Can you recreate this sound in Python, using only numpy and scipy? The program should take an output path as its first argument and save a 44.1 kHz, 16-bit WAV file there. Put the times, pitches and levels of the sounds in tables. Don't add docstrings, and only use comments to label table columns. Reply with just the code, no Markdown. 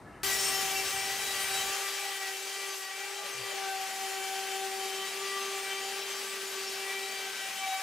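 import sys
import numpy as np
from scipy import signal
from scipy.io import wavfile

SR = 44100
rng = np.random.default_rng(int(sys.argv[2]) if len(sys.argv) > 2 else 0)


def master_out(mix):
    frames = np.transpose(np.atleast_2d(mix))
    ceiling = np.clip(frames, -1, 1)
    pcm = np.round(ceiling * 32767).astype(np.int16)
    wavfile.write(sys.argv[1], SR, pcm)


def gain_from_db(level_db):
    decades = np.asarray(level_db, float) / 20
    return 10 ** decades


N = 344862

# (time [s], speed [turns/s])
GOVERNOR = [(.23, 388), (.42, 389.6), (1.3, 391), (1.84, 392.3), (3.4, 393.1), (3.8, 385), (4.1, 386.5),
            (5.03, 386.6), (5.26, 391.3), (6.11, 391.4), (7.0, 389.4), (7.82, 385)]
# (time [s], half length [s], speed lost [turns/s])
BITES = [
    (.74, .4, 3.2),
    (1.53, .26, 3.6),
    (2.33, .3, 6.3),
    (2.86, .28, 8.2),
    (4.27, .15, .9),
    (5.75, .4, 2.3),
    (6.55, .45, 3.1),
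    (7.72, .1, 2.9),
]


def spindle_speed():
    return in_time(GOVERNOR)[0] - sum(lost * bell(s, length) for s, length, lost in BITES)


# (time [s], hiss level [dB], brightness [dB])
BIT_LOAD = [(0.25, -32, -5.5), (1.09, -35, -8), (1.51, -32.5, -9), (2.46, -39, -8), (2.74, -36.5, -11),
            (2.78, -41.5, -3), (2.86, -40, -9), (3.6, -36.5, -12.5), (3.96, -37.5, -8.5),
            (5.77, -36.5, -11), (6.49, -37.5, -9.5), (6.93, -37, -10.5), (7.33, -37.5, -10.5),
            (7.82, -37, -9.5)]


def bit_load():
    hiss_db, bright_db = in_time(BIT_LOAD)
    whine_swing_db = 0.85 * (hiss_db - np.mean(hiss_db))
    return hiss_db, 1.78 * (bright_db - np.mean(bright_db)), whine_swing_db


def whine(turn, hz, whine_swing_db, bright_db):
    return low_tones(turn, hz) + cage_sidebands(turn, hz) + overtones(turn, hz, whine_swing_db, bright_db)


# (time [s], unbalance tone [dB], two-flute tone [dB], unbalance left over right [dB])
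LOW_TONES = [(.24, -46.5, -47, 13), (.5, -51.5, -43, 17.5), (1.1, -46, -43, -2), (1.65, -48.5, -43.5, 0),
             (2.3, -51, -46.5, 0.5), (2.75, -48.5, -59, 7), (3.0, -51, -49, 7), (3.4, -53.5, -53, 12),
             (3.66, -49, -37, 15), (3.9, -55.5, -44, 11), (4.2, -49.5, -40.5, 9.5), (4.8, -43.5, -40, 4.5),
             (5.3, -43.5, -52.5, 0.5), (5.9, -46.5, -45.5, -0.5), (6.2, -46.5, -73, 0),
             (6.9, -45, -45.5, 0.5), (7.35, -53.5, -50, 3), (7.7, -73, -36, 2)]


def low_tones(turn, hz):
    unbalance_db, flute_db, unbalance_lean_db = in_time(LOW_TONES)
    unbalance_db = unbalance_db + nulls_db(1)
    flute_db = flute_db + nulls_db(2)
    flute_lean_db = 5.5 + 0.55 * np.clip(-47.0 - flute_db, 0, 15)
    unbalance = gain_from_db(unbalance_db + 1.28 * drift(9.0)[0]) * swimming(turn, hz, steady=8.1, rate=17.0)
    flutes = gain_from_db(flute_db + 1.3 * drift(12.0)[0]) * swimming(turn ** 2, 2 * hz, steady=7, rate=10)
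    return left_over_right(unbalance_lean_db - 3.0) * unbalance + left_over_right(flute_lean_db - 3.0) * flutes


# (time [s], level by the first tone [dB], level by the second tone [dB])
CAGE_LEVEL = [(.2, -65, -62), (1.6, -63, -54), (2.6, -65, -60), (3.2, -70, -55), (3.52, -70, -52),
              (3.8, -76, -67), (5, -63, -62), (6.3, -62, -56), (6.6, -63, -72), (7.5, -63, -64),
              (7.82, -89, -54)]
CAGE_BEAT = (42.4, 33.5)


def cage_sidebands(turn, hz):
    first_db, second_db = in_time(CAGE_LEVEL)
    beat_one, beat_two = np.exp(2j * np.pi * np.outer(CAGE_BEAT, np.arange(N)) / SR)
    first = gain_from_db(first_db) * swimming(turn * beat_one, hz, steady=1.2, rate=9.2)
    second = gain_from_db(second_db) * swimming(turn ** 2 * beat_two, 2 * hz, steady=1.1, rate=3.6)
    return first + second


# (multiple of turn rate, level [dB])
LADDER = [(1, -2), (2, 0), (3, -6), (4, -7.5), (5, -4), (6, -4.5), (7, -7.5), (8, -4), (9, -11), (10, -7),
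          (11, -14), (12, -6.5), (13, -15), (14, -8.5), (15, -21), (16, -7)]


def overtones(turn, hz, whine_swing_db, bright_db):
    ladder, whine_db = dict(LADDER), -47 + whine_swing_db
    out, power, flicker = 0, turn ** 2, gain_from_db(2.64 * drift(27.0)[0])
    for k in range(3, 41):
        power = power * turn * np.exp(2j * np.pi * rng.random())
        level_db = ladder.get(k, -6.5 - 0.68 * (k - 16) - 5.5 * (k % 2))
        load_db = max(k - 10, 0) * (0.025 * bright_db + 0.04 * whine_swing_db)
        flare, rest = flares(k, power, k * hz, flicker)
        swim = swimming(power, k * hz, steady=0.8 + 0.006 * k, rate=6.0 + 0.26 * k)
        out = out + flare + gain_from_db(level_db + nulls_db(k) + whine_db + load_db) * rest * swim
    return out


# (time [s], multiple of turn rate, half length [s], level
# [dB])
FLARES = [(0.317, 5, 0.17, -38.5), (.555, 5, 0.1, -44), (.79, 6, 0.083, -42.5), (2.863, 5, 0.14, -47.5),
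          (4.29, 4, 0.56, -50.5), (.78, 7, 0.053, -36.5), (7.366, 4, 0.22, -50.5), (1.0, 6, 0.16, -45),
          (1.03, 5, 0.19, -42.5), (7.76, 6, 0.076, -43.5), (1.298, 10, 0.053, -39.5), (1.405, 5, 0.17, -42),
          (1.586, 10, 0.16, -41.5), (1.597, 8, 0.039, -39), (2.255, 5, .13, -43.5), (2.99, 6, 0.13, -45.5),
          (3.677, 4, 0.13, -45.5), (4.524, 8, 0.27, -48), (5, 8, 0.14, -43), (5.32, 5, .12, -42.5),
          (5.355, 3, 0.27, -42.5), (5.72, 6, 0.13, -42.5), (5.73, 8, .096, -46), (5.964, 8, 0.38, -48),
          (6.633, 12, .11, -49), (6.94, 5, 0.12, -44), (6.932, 6, 0.19, -44.5), (7.17, 6, 0.14, -44),
          (7.636, 6, 0.063, -40.5), (7.714, 10, 0.078, -45),
          (.287, 12, .14, -44.5), (.32, 30, .17, -48), (.32, 26, .19, -49), (.43, 28, .19, -48),
          (.434, 16, .1, -40), (.442, 22, .088, -37.5), (0.438, 18, 0.051, -40), (0.477, 14, 0.22, -36.5),
          (.64, 18, 0.16, -47), (.92, 16, .08, -42), (.97, 22, .17, -44), (1.015, 14, .13, -43.5),
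          (1.505, 22, .25, -47), (.8, 14, 0.22, -46), (2.72, 30, 0.17, -56), (2.718, 16, 0.091, -48),
          (4.186, 18, .15, -50), (4.4, 26, 0.64, -56), (5.486, 16, 0.22, -49.5), (5.64, 22, 0.21, -50.5),
          (6.025, 14, 0.077, -49), (6.697, 14, .1, -50.5), (7.05, 10, .055, -45), (.75, 26, .3, -52),
          (1.3, 22, 0.18, -48.5)]


def flares(k, power, hz, flicker):
    swell, rest = 0, 1
    for s, multiple, length, level_db in FLARES:
        if round(multiple) == k:
            swell = np.maximum(swell, gain_from_db(level_db) * bell(s, length))
            rest = rest * (1 - bell(s, length))
    own_flicker = np.roll(flicker, 9001 * k)
    return np.sqrt(2) * lean(hz) * (swell * own_flicker * power.real), rest


# (time [s], multiple of turn rate, half length [s], depth [dB])
NULLS = [(0.908, 1, 0.03, -25), (0.88, 2, 0.059, -22), (1.237, 2, 0.096, -13), (1.356, 2, 0.056, -17),
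         (1.454, 2, 0.063, -12), (1.04, 1, 0.032, -7), (1.19, 1, 0.14, -8), (1.9, 2, 0.21, -9),
         (2.142, 2, 0.08, -8), (2.39, 2, 0.08, -9), (2.895, 1, 0.14, -11), (3.278, 2, 0.27, -11),
         (4.912, 1, .08, -3), (5.097, 1, 0.052, -5), (5.09, 2, 0.054, -10), (6.72, 2, 0.048, -6),
         (7.36, 2, 0.075, -17), (7.538, 2, 0.17, -8), (3.85, 2, .12, 0), (7.79, 2, 0.064, -5.5),
         (4.3, 10, 0.46, -8), (7.3, 3, 0.38, -15), (4.4, 3, 0.13, -10), (5.14, 4, .45, -7),
         (7.05, 4, 0.23, -12), (6.55, 5, .3, -10), (4.66, 5, .3, -5), (6.5, 6, 0.28, -7),
         (4.87, 6, .25, -7), (3.8, 8, .25, -10)]


def nulls_db(k):
    return sum(depth_db * bell(s, length) for s, multiple, length, depth_db in NULLS if round(multiple) == k)


# (frequency [Hz], density [dB per Hz])
AIR = [(30, -40), (50, -31), (75, -20), (150, -29), (300, -16), (600, -7), (1000, -6), (2000, -2.5),
       (3000, -1), (5000, -5), (8000, -8.5), (12000, -16), (16000, -22)]
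# (frequency [Hz], width [Hz], depth [0-1])
BENCH_DIPS = [
    (890, 25, 0.06),
    (1031, 23, 1),
    (3840, 750, 0.37),
]


def hiss(turn, hiss_db, bright_db):
    air = banded_noise(AIR, patchy_db=0.78, rate=19.0, bright_db=0.5 * bright_db)
    for hz, width_hz, depth in BENCH_DIPS:
        echo = signal.lfilter(*signal.iirpeak(hz, hz / width_hz, fs=SR), air)
        air = air - np.clip(depth, 0, 1) * echo
    puff = 1 + 0.08 * turn.real
    return gain_from_db(hiss_db - 1.5) * puff * air


def feed():
    return feed_reversal() + cross_steps() + return_hum()


# (frequency [Hz], level [dB])
FRAME = [
    (480, -56),
    (530, -63),
    (620, -47.5),
    (685, -56),
    (720, -62),
    (800, -86),
]


def feed_reversal():
    t = np.arange(N) / SR
    slowing = 1400 * np.maximum(3.33 - t, 0)
    speeding_up = 1600 * np.maximum(t - 3.45, 0)
    step_hz = np.minimum(489 + slowing + speeding_up, 860)
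    return glide(step_hz, at_hz(FRAME, step_hz), rate=78.0)


# (time [s], step rate [Hz], half length [s], level [dB])
CROSS_STEPS = [
    (3.403, 120.5, .1, -59),
    (7.48, 125, 0.077, -68),
]


def cross_steps():
    t, out = np.arange(N) / SR, 0
    for s, hz, length, level_db in CROSS_STEPS:
        sagging_hz = hz - 150 * np.clip(t - s, -length, length)
        out = out + bell(s, length) * glide(sagging_hz, level_db, rate=15.0)
    return out


# (start [s], frequency [Hz], level [dB])
RETURN_HUM = [
    (3.2, 183, -79),
    (3.2, 199, -73.5),
    (3.9, 231.5, -69.5),
    (2.6, 301.5, -79),
]


def return_hum():
    t, end, out = np.arange(N) / SR, 7.65, 0
    for s, hz, level_db in RETURN_HUM:
        fade_db = np.interp(t, [s - 0.1, s, end, end + 0.18], [-100, level_db, level_db, -100])
        out = out + glide(np.full(N, hz), fade_db, rate=10.4)
    return out


def glide(hz, level_db, rate):
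    steps = np.exp(2j * np.pi * np.cumsum(hz) / SR)
    return gain_from_db(level_db) * swimming(steps, np.median(hz), steady=1.25, rate=rate)


# (frequency [Hz], density [dB per Hz])
YARD = [(20, -28), (59, -5), (290, -8.5), (380, -12), (900, -13), (1500, -22), (1900, -19), (2800, -37),
        (3500, -33.5), (7000, -37.5), (11000, -44), (15500, -58)]
# (time [s], level [dB])
YARD_LEVEL = [
    (0, -49),
    (.7, -52.5),
    (1.5, -57.5),
    (1.7, -52),
    (1.74, -86),
    (7.82, -120),
]
# (start [s], frequency [Hz], width [Hz], level [dB])
YARD_WHISTLES = [(0.051, 1300, 40, -64), (0.073, 1707, 90, -59), (.17, 1200, 50, -76),
                 (0.093, 1300, 40, -64), (.09, 2730, 66, -70), (.15, 3020, 40, -72), (0, 3700, 200, -83),
                 (0, 8800, 500, -76), (0, 14000, 500, -88), (0, 11000, 500, -85)]


def yard():
    out = banded_noise(YARD, patchy_db=0.5, rate=3.0)
    for s, hz, width_hz, whistle_db in YARD_WHISTLES:
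        band = signal.butter(2, [hz - width_hz / 2, hz + width_hz / 2], "band", fs=SR, output="sos")
        whistle = rms_one(signal.sosfilt(band, rng.standard_normal(N)))
        joins = np.clip((np.arange(N) / SR - s) / 0.03 + 1, 0, 1)
        out = out + gain_from_db(whistle_db - YARD_LEVEL[0][1]) * joins * whistle
    return gain_from_db(in_time(YARD_LEVEL)[0]) * out


def banded_noise(spectrum, patchy_db, rate, bright_db=0):
    out, edges = 0, 24 * 2 ** np.arange(0, 9.6, 0.5)
    together, white = drift(rate)[0], rng.standard_normal((2, 2, N))
    for k, (low, high) in enumerate(zip(edges, edges[1:])):
        band = signal.butter(2, [low, high], "band", fs=SR, output="sos")
        mid, side = signal.sosfilt(band, white[k % 2])
        hz = np.sqrt(low * high)
        alike = likeness(hz, -1)
        bright_share = np.clip(np.log2(hz / 2800.0) / 1.2, 0, 1.2)
        flicker_db = patchy_db * (together + 0.83 * drift(rate)[0])
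        gain = gain_from_db(at_hz(spectrum, hz) + flicker_db + bright_share * bright_db)
        stereo = np.sqrt(1 + alike) * mid + np.sqrt(1 - alike) * side * [[1], [-1]]
        out = out + gain * lean(hz) * stereo
    return rms_one(out)


def swimming(turn, hz, steady, rate):
    a, b, c = drift(rate, count=3)
    alike = likeness(hz, 0)
    mid = (steady + a) * turn.real + b * turn.imag
    side = np.sqrt((2 + steady) * (1 - alike) / (1 + alike)) * c * turn.imag
    return lean(hz) / np.sqrt(steady ** 2 / 2 + 1) * np.array([mid + side, mid - side])


# (frequency [Hz], left-right correlation [-1 to 1])
LIKENESS = [(100, 1), (1000, 0.9), (2000, 0.94), (4000, 0.8), (8000, 0.63), (13000, 0.059)]


def likeness(hz, least):
    return np.clip(at_hz(LIKENESS, hz), least, 1)


# (frequency [Hz], left over right [dB])
LEAN = [(60, -5), (110, 4.5), (200, -1), (380, 4.5), (700, -0.5), (1290, 2.5), (2380, 3), (4400, 1.5),
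        (8120, 2), (15000, 13.5)]


def lean(hz):
    return left_over_right(at_hz(LEAN, hz))


def left_over_right(db):
    return gain_from_db(db / 2 * np.array([[1], [-1]]))


def drift(rate, count=1):
    r = np.exp(-128 * np.pi * rate / SR)
    slow = signal.lfilter([1], [1, -2 * r, r * r], rng.standard_normal((count, N // 64 + 1002)))[:, 1000:]
    slow = slow / slow.std(axis=1, keepdims=True)
    joined = slow[:, :-1, None] + np.diff(slow)[:, :, None] * np.arange(64) / 64
    return joined.reshape(count, -1)[:, :N]


def bell(s, length):
    return np.cos(np.pi / 2 * np.clip((np.arange(N) / SR - s) / length, -1, 1)) ** 2


def in_time(rows):
    s, *columns = np.transpose(rows)
    return [np.interp(np.arange(N) / SR, s, c) for c in columns]


def at_hz(points, hz):
    points_hz, values = np.transpose(points)
    return np.interp(np.log(hz), np.log(points_hz), values)


def rms_one(x):
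    return x / np.sqrt(np.mean(np.abs(x) ** 2) + 1e-20)


def scene():
    hiss_db, bright_db, whine_swing_db = bit_load()
    speed_hz = spindle_speed()
    turn = np.exp(2j * np.pi * np.cumsum(speed_hz) / SR)
    shop = whine(turn, np.mean(speed_hz), whine_swing_db, bright_db)
    shop = shop + hiss(turn, hiss_db, bright_db) + feed()
    shop = signal.sosfilt(signal.butter(4, 69, "high", fs=SR, output="sos"), shop)
    cut_in_s = 0.2322
    return shop * (np.arange(N) >= cut_in_s * SR) + yard()


def low_pass(x):
    return signal.sosfilt(signal.butter(12, 16580, fs=SR, output="sos"), x)


def record(dry):
    top_cut = signal.cheby2(24, 60, 15870, fs=SR, output="sos")
    mix = signal.sosfilt(top_cut, dry)
    return low_pass(mix)


dry = scene()
out = record(dry)
master_out(out)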